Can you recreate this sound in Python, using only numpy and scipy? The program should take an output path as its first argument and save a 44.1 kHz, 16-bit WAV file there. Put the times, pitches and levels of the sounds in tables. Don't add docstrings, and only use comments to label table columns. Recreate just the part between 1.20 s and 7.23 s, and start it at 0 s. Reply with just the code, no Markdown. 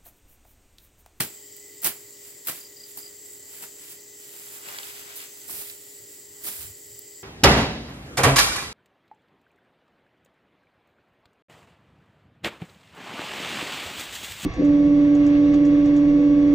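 import sys
import numpy as np
from scipy import signal
from scipy.fft import rfft, irfft
from scipy.io import wavfile
from scipy.ndimage import uniform_filter1d

SR = 44100
rng = np.random.default_rng(int(sys.argv[2]) if len(sys.argv) > 2 else 0)


def generate_wav(sig):
    pcm = np.round(np.clip(np.atleast_2d(sig).T, -1, 1) * 32767).astype(np.int16)
    wavfile.write(sys.argv[1], SR, pcm)


def decibels_to_gain(level_db):
    exponent = np.asarray(level_db, float) / 20
    return 10 ** exponent


N = 265923
TOP_HZ = 15900


def evened(x):
    return x / np.sqrt(np.mean(x ** 2, axis=-1, keepdims=True) + 1e-20)


def read(points, hz):
    f, value = np.transpose(points)
    return np.interp(np.log(np.minimum(hz, TOP_HZ - 400) + 1), np.log(f + 1), value)


def add(mix, s, sound):
    part = mix[:, max(round(s * SR), 0):][:, :sound.shape[1]]
    part += sound[:, :part.shape[1]]


def drift(rate):
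    t = np.arange(0, N, 64) / SR
    f = np.geomspace(rate / 20, rate, 20)[:, None]
    phase = 2 * np.pi * (f * t + rng.random(f.shape))
    wave = (np.sin(phase) / np.sqrt(f)).sum(0)
    return np.interp(np.arange(N) / SR, t, evened(wave))


def partner(left, fresh, same):
    return same * left + np.sqrt(1 - same ** 2) * fresh


def fuzz(hz, width, same):
    a, b = rng.standard_normal((2, N)) + 1j * rng.standard_normal((2, N))
    z = np.array([a, partner(a, b, np.clip(same, 0, 1))])
    r = np.exp(-np.pi * width / SR)
    z = signal.lfilter([1], np.convolve([1, -r], [1, -r]), z)
    return evened((z * np.exp(2j * np.pi * hz * np.arange(N) / SR)).real)


def swell(s, hold, rise_db, fall_db):
    t = np.arange(0, N / SR + .002, .001) - s
    rise = abs(rise_db) * np.minimum(t, 0)
    fall = abs(fall_db) * np.maximum(t - hold, 0)
    return decibels_to_gain(2 * (rise - fall))


def per_sample(power):
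    return np.interp(np.arange(N) / SR * 1000, np.arange(len(power)), np.sqrt(power))


# pitch_hz, level_db (per Hz)
AIR_COLOUR = [(82, -36), (140, -14.5), (190, -38), (340, -13), (440, -18.5), (719, -33.5), (1580, -33),
              (1970, -25), (2540, -28.5), (4680, -23.5), (5820, -20.5), (7520, -20.5), (9530, -33),
              (15600, -16.5)]
# pitch_hz, likeness (0 to 1)
AIR_LIKENESS = [(60, 0.27), (150, 0.89), (380, 0.74), (950, 1), (2380, 0.81), (5980, 0.84), (15000, 0.04)]
# pitch_hz, balance_db
AIR_BALANCE = [(60, 16), (180, -4.5), (550, 2.5), (1650, 0), (4970, 2.5), (15000, 2.5)]


def air(level_db=-47, patch_db=1.0):
    frames, hz = N // 256 + 5, np.fft.rfftfreq(1024, 1 / SR)
    a, b, c, d, patches = rng.standard_normal((frames, 513, 5)).T
    patches = uniform_filter1d(patches, size=12, axis=0)
    patches = evened(uniform_filter1d(patches, size=14, axis=1))
    same = np.clip(read(AIR_LIKENESS, hz), -1, 1)[:, None]
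    left = a + 1j * b
    z = np.array([left, partner(left, c + 1j * d, same)])
    side = read(AIR_BALANCE, hz)[:, None] / 2 * np.array([1, -1])[:, None, None]
    z *= decibels_to_gain(read(AIR_COLOUR, hz)[:, None] + patch_db * patches + side)
    x = signal.istft(z, nperseg=1024, noverlap=768)[1][:, :N]
    return decibels_to_gain(level_db) * x / x.std()


# pitch_hz, width_hz, level_db, likeness (left to right)
CHORUS_BANDS = [(7056, 160, -58.5, 0.84), (7394, 340, -53.5, 0.12), (7685, 320, -51.5, 0.13),
                (4764, 490, -62.5, 0.85), (3073, 130, -71, 0.95), (2007, 70, -66.5, 1),
                (8630, 130, -65, 0.35)]


def chorus():
    buzz_db = 2.0 * evened(uniform_filter1d(rng.standard_normal(N), size=110))
    out = np.zeros((2, N))
    for hz, width, db, same in CHORUS_BANDS:
        level_db = db + 1.4 * drift(6.0) + buzz_db * (hz > 6000)
        out += decibels_to_gain(level_db) * fuzz(hz, width, same)
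    return out


# time_s, level_db
NEAR_CICADA = [
    (0, -88),
    (1.3, -68),
    (4.3, -58.5),
    (4.64, -78),
    (6.03, -68),
]


def near_cicada():
    level_db = np.interp(np.arange(N) / SR, *np.transpose(NEAR_CICADA)) + 1.0
    return decibels_to_gain(level_db) * fuzz(6250, 98, 0.81)


# pitch_hz, width_hz, level_db
MOTOR_LINES = [(409.6, 2.14, -58.5), (574, 2.52, -73), (1895, 8.7, -70), (616, 17, -79), (465, 11, -72.5),
               (885, 8, -79.5), (293.7, 7.3, -73), (278, 8, -71.5)]


def hum():
    t, out = np.arange(N) / SR, np.zeros((2, N))
    for hz, width, db in MOTOR_LINES:
        tone = np.sqrt(2) * np.sin(2 * np.pi * hz * t + .5 * drift(width))
        out += decibels_to_gain(db) * (tone + .18 * fuzz(hz, 3 * width, .9))
    return out * decibels_to_gain([[.6], [-.6]])


# start_s, hold_s, level_db
AIR_PUFFS = [(0, 0.019, -53), (.66, 0.039, -65), (1.293, .01, -66), (3.79, .05, -67), (4.36, 0.022, -57.5),
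             (4.82, .01, -62), (5.103, .01, -61), (5.252, .01, -64), (5.405, .1, -54), (5.71, .03, -57)]
CALM_DB, LUMP_DB = -72.5, 1.5
PUFF_RISE_DB_PER_S, PUFF_FALL_DB_PER_S = 200, 205


def breeze():
    power = decibels_to_gain(2 * CALM_DB)
    for s, hold, db in AIR_PUFFS:
        power = power + decibels_to_gain(2 * db) * swell(s, hold, PUFF_RISE_DB_PER_S, PUFF_FALL_DB_PER_S)
    return per_sample(power) * decibels_to_gain(LUMP_DB * drift(12.0)) * fuzz(92, 75, 0.83)


# start_s, peak_db,
# pitch_hz, length_s
LOW_THUDS = [
    (0, -28.5, 157, 0.014),
    (5.37, -45, 83, 0.044),
    (5.43, -45, 84, 0.054),
    (5.446, -47, 80, .03),
    (5.495, -51, 90, .025),
]


def low_thuds():
    out = np.zeros((2, N))
    for s, db, hz, length in LOW_THUDS:
        t = np.arange(0, length, 1 / SR)
        arch = np.sin(np.pi * t / length)
        add(out, s, decibels_to_gain(db) * arch * np.sin(2 * np.pi * hz * t) * np.ones((2, 1)))
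    return out


# time_s, left_late_samples
WALK = [(0, 2.4), (2.6, 3.5), (3.3, 12), (4.1, 12), (4.4, 9), (6.03, 9.5)]


def left_lag(s):
    return np.round(np.interp(s, *np.transpose(WALK))).astype(int)


# start_s, hold_s, leaf_db, stem_db, stalk_db
BLADE_STROKES = [(.004, 0.002, -24.5, -33.5, -37), (.366, .004, -50, -67, -87),
                 (.645, 0.019, -22.5, -36, -37.5), (1.271, .008, -31, -44, -50),
                 (1.284, 0.011, -30.5, -42.5, -43), (1.7735, 0.0032, -35, -59, -55),
                 (2.422, 0.01, -39, -52, -50.5), (2.708, 0.0083, -43.5, -59, -62),
                 (3.957, .02, -39, -63, -73), (4.279, 0.014, -39.5, -58, -54),
                 (4.297, 0.12, -36, -52.5, -55.5), (5.238, 0.026, -36.5, -53, -53),
                 (5.264, 0.022, -32.5, -45.5, -49.5)]
WINDUP_S, WINDUP_DB, BITE_S = 0.02, -14.5, .0015
CUT_FALL_DB_PER_S, SETTLE_DB, SETTLE_DB_PER_S = 327, -15.5, 117
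WOOD_LATE_S = 0.0044
GROUND_DB, FIRST_BLOW_DB = -3, 5.5


def stroke(s, hold):
    brush = decibels_to_gain(2 * WINDUP_DB) * swell(s - WINDUP_S, WINDUP_S, 2000, 2000)
    bite = swell(s, hold, 20 / BITE_S, CUT_FALL_DB_PER_S)
    settle = decibels_to_gain(2 * SETTLE_DB) * swell(s, hold, 2000, SETTLE_DB_PER_S)
    return brush + bite + settle


def strokes():
    power = 0
    for k, (s, hold, leaf_db, stem_db, stalk_db) in enumerate(BLADE_STROKES):
        ground_db = stalk_db + GROUND_DB + FIRST_BLOW_DB * (k == 0)
        db = np.array([leaf_db, stem_db, stalk_db, ground_db])
        leaf = stroke(s, hold)
        wood = stroke(s + WOOD_LATE_S * (k > 0), hold)
        power = power + decibels_to_gain(2 * db)[:, None] * [leaf, wood, wood, wood]
    return power


# start_s, hold_s, leaf_db, stem_db, stalk_db
SLOW_RUSTLES = [(0.896, 0.011, -60, -77, -75), (1.064, 0.027, -48.5, -61.5, -67.5),
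                (1.35, 0.028, -44, -54.5, -61), (1.69, .02, -49, -64, -79), (1.857, 0.014, -53, -63, -69),
                (2.07, 0.092, -51, -69, -76), (2.337, 0.093, -46, -58.5, -63),
                (2.624, 0.1, -48.5, -58.5, -66), (3.02, 0.08, -50.5, -60, -69),
                (3.148, 0.12, -46.5, -58, -61.5), (3.336, 0.026, -43, -56.5, -55),
                (3.483, 0.009, -45.5, -49, -47), (3.525, 0.068, -46, -50, -48.5),
                (3.642, .06, -44.5, -50.5, -53.5), (3.765, 0.054, -47.5, -52, -55),
                (3.898, 0.021, -53, -51, -52), (4.011, 0.019, -46, -48.5, -54.5),
                (4.15, .12, -49.5, -61, -64.5), (4.452, 0.051, -41.5, -54, -61.5),
                (4.612, 0.17, -52, -65, -74), (4.93, .015, -49.5, -65, -72), (5.16, 0.17, -64, -76, -68.5),
                (5.296, 0.14, -38.5, -53, -56.5), (5.584, 0.19, -54, -74, -80)]
SWELL_DB_PER_S, FADE_DB_PER_S = 151, 150
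TREAD_DB = -16


def rustles():
    power = 0
    for s, hold, leaf_db, stem_db, stalk_db in SLOW_RUSTLES:
        db = np.array([leaf_db, stem_db, stalk_db, stalk_db + TREAD_DB])
        power = power + decibels_to_gain(2 * db)[:, None] * swell(s, hold, SWELL_DB_PER_S, FADE_DB_PER_S)
    return power


STILLNESS = [
    -58,
    -110,
    -83,
    -69.5,
]


def movement():
    power = decibels_to_gain(2 * np.array(STILLNESS))[:, None] + strokes() + rustles()
    return [per_sample(p) for p in power]


def crackle(per_s, spread_db, wash):
    size_db = spread_db * np.minimum(rng.exponential(1, N), 3.1)
    clicks = decibels_to_gain(size_db) * (rng.random(N) < per_s / SR)
    t = np.arange(200) / SR
    grain = signal.oaconvolve(clicks, np.exp(-t / 0.0007))[:N]
    return (evened(grain) + wash) * rng.standard_normal((3, N))


# pitch_hz, level_db (per Hz)
WEED_COLOUR = [(59, -53), (100, -2.5), (355, 0), (488, -9.5), (566, -6.5), (810, -5.5), (1890, -1.5),
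               (4780, -8), (6560, -14), (8630, -8), (14300, -3.5), (15600, -6.5)]
# lowest_hz, highest_hz, trim_db, likeness (left to right), balance_db
WEED_PARTS = [
    (6140, 18400, 1.5, 0.099, -3),
    (2150, 7570, 3.5, 0.41, 0.6),
    (490, 1640, -1, 0.49, 2.5),
    (96, 720, 0, 0.97, 1.2),
]


def weeds():
    t, hz = np.arange(N) / SR, np.fft.rfftfreq(N, 1 / SR)
    z = rfft(crackle(per_s=1500, spread_db=3, wash=3.0)) * decibels_to_gain(read(WEED_COLOUR, hz))
    late = np.maximum(np.arange(N) - left_lag(t), 0)
    out = np.zeros((2, N))
    for gain, (lo_hz, hi_hz, trim_db, same, pan_db) in zip(movement(), WEED_PARTS):
        band = 1 / np.sqrt((1 + (lo_hz / (hz + 1)) ** 8) * (1 + (hz / hi_hz) ** 8))
        direct, left, right = evened(irfft(z * band, N))
        same = np.clip(same, 0, 1)
        shared = np.sqrt(same) * np.array([direct[late], direct])
        apart = np.sqrt(1 - same) * np.array([left, right])
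        out += (shared + apart) * gain * decibels_to_gain(trim_db + pan_db / 2 * np.array([[1], [-1]]))
    return out


# start_s, crack_peak_db, knock_peak_db, knock_pitch_hz
STALK_SNAPS = [(0.0056, -9, -16, 5380), (0.008, -14, -16, 1550), (0.0572, -21, -33, 3620),
               (0.3652, -26, -37, 3900), (0.6195, -20, -38, 5450), (0.634, -12, -26, 3360),
               (0.6447, -3, -18, 1940), (0.6465, -7, -24, 4000), (0.6714, -1, -22, 4740),
               (0.7189, -26, -34, 1490), (1.2714, -7, -21, 4460), (1.2845, -10, -19, 1490),
               (1.2732, -12, -26, 2500), (1.7732, -19, -35, 800), (1.785, -27, -40, 5060),
               (2.4253, -28, -33, 2260), (2.4373, -26, -29, 1300), (2.7016, -21, -39, 5320),
               (3.4655, -36, -29, 1740), (3.486, -32, -23, 2200), (3.5459, -34, -24, 2500),
               (3.586, -28, -17, 2900), (3.6313, -33, -26, 3400), (3.9634, -27, -38, 4950),
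               (4.0037, -31, -29, 2910), (4.2959, -28, -27, 1100), (4.3974, -24, -33, 5100),
               (4.4986, -22, -21, 4400), (5.2659, -22, -25, 4700), (5.7918, -19, -42, 4800)]
SNAP_T60_S, SNAP_PAN_DB = .009, -2


def snaps():
    out, t = np.zeros((2, N)), np.arange(1500) / SR
    bright = signal.butter(2, 8000, "high", fs=SR, output="sos")
    for s, crack_db, knock_db, hz in STALK_SNAPS:
        burst = rng.standard_normal((2, 1500))
        burst = burst[0] + 0.12 * burst
        crack = signal.sosfilt(bright, burst * decibels_to_gain(-60 * t / SNAP_T60_S))
        wood = signal.butter(1, [hz / 1.4, hz * 1.4], "band", fs=SR, output="sos")
        knock = signal.sosfilt(wood, burst * decibels_to_gain(-28 * t / SNAP_T60_S))
        ring = decibels_to_gain(crack_db - 1.5) * crack / abs(crack).max()
        ring += decibels_to_gain(knock_db - 3) * knock / abs(knock).max()
        ring[0] = np.roll(ring[0], int(left_lag(s)))
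        add(out, s, ring * decibels_to_gain([[SNAP_PAN_DB], [0]]))
    return out


# time_s, peak_db
CRICKET_CHIRPS = [(1.4112, -41), (1.4495, -40), (1.5678, -40), (1.6038, -38.5), (1.6364, -37), (1.788, -41),
                  (1.8282, -38), (1.8612, -38)]


def cricket():
    out, t = np.zeros((2, N)), np.arange(0, .016, 1 / SR)
    tone = np.sin(2 * np.pi * np.cumsum(5080 - 27000 * t) / SR)
    note = tone * np.sin(np.pi * (t / .016) ** 1.4)
    for s, db in CRICKET_CHIRPS:
        add(out, s - .006, decibels_to_gain(db - 2.5) * note * np.ones((2, 1)))
        add(out, s + .009, decibels_to_gain(db - 7) * note * np.array([[1], [.6]]))
        add(out, s + .019, decibels_to_gain(db - 13) * note * np.array([[.6], [1]]))
    return out


def scene():
    place = air() + chorus() + near_cicada() + hum() + breeze() + low_thuds()
    return place + weeds() + snaps() + cricket()


def roll_off(x):
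    return signal.sosfilt(signal.butter(12, 16950, fs=SR, output="sos"), x)


def record(dry):
    bass_cut = signal.butter(3, 62, "high", fs=SR, output="sos")
    mix = signal.sosfilt(bass_cut, dry)
    limit = signal.firwin(1023, TOP_HZ, window=("kaiser", 9), fs=SR)
    mix = signal.oaconvolve(mix, limit[None], "same")
    return roll_off(mix)


dry = scene()
out = record(dry)
generate_wav(out)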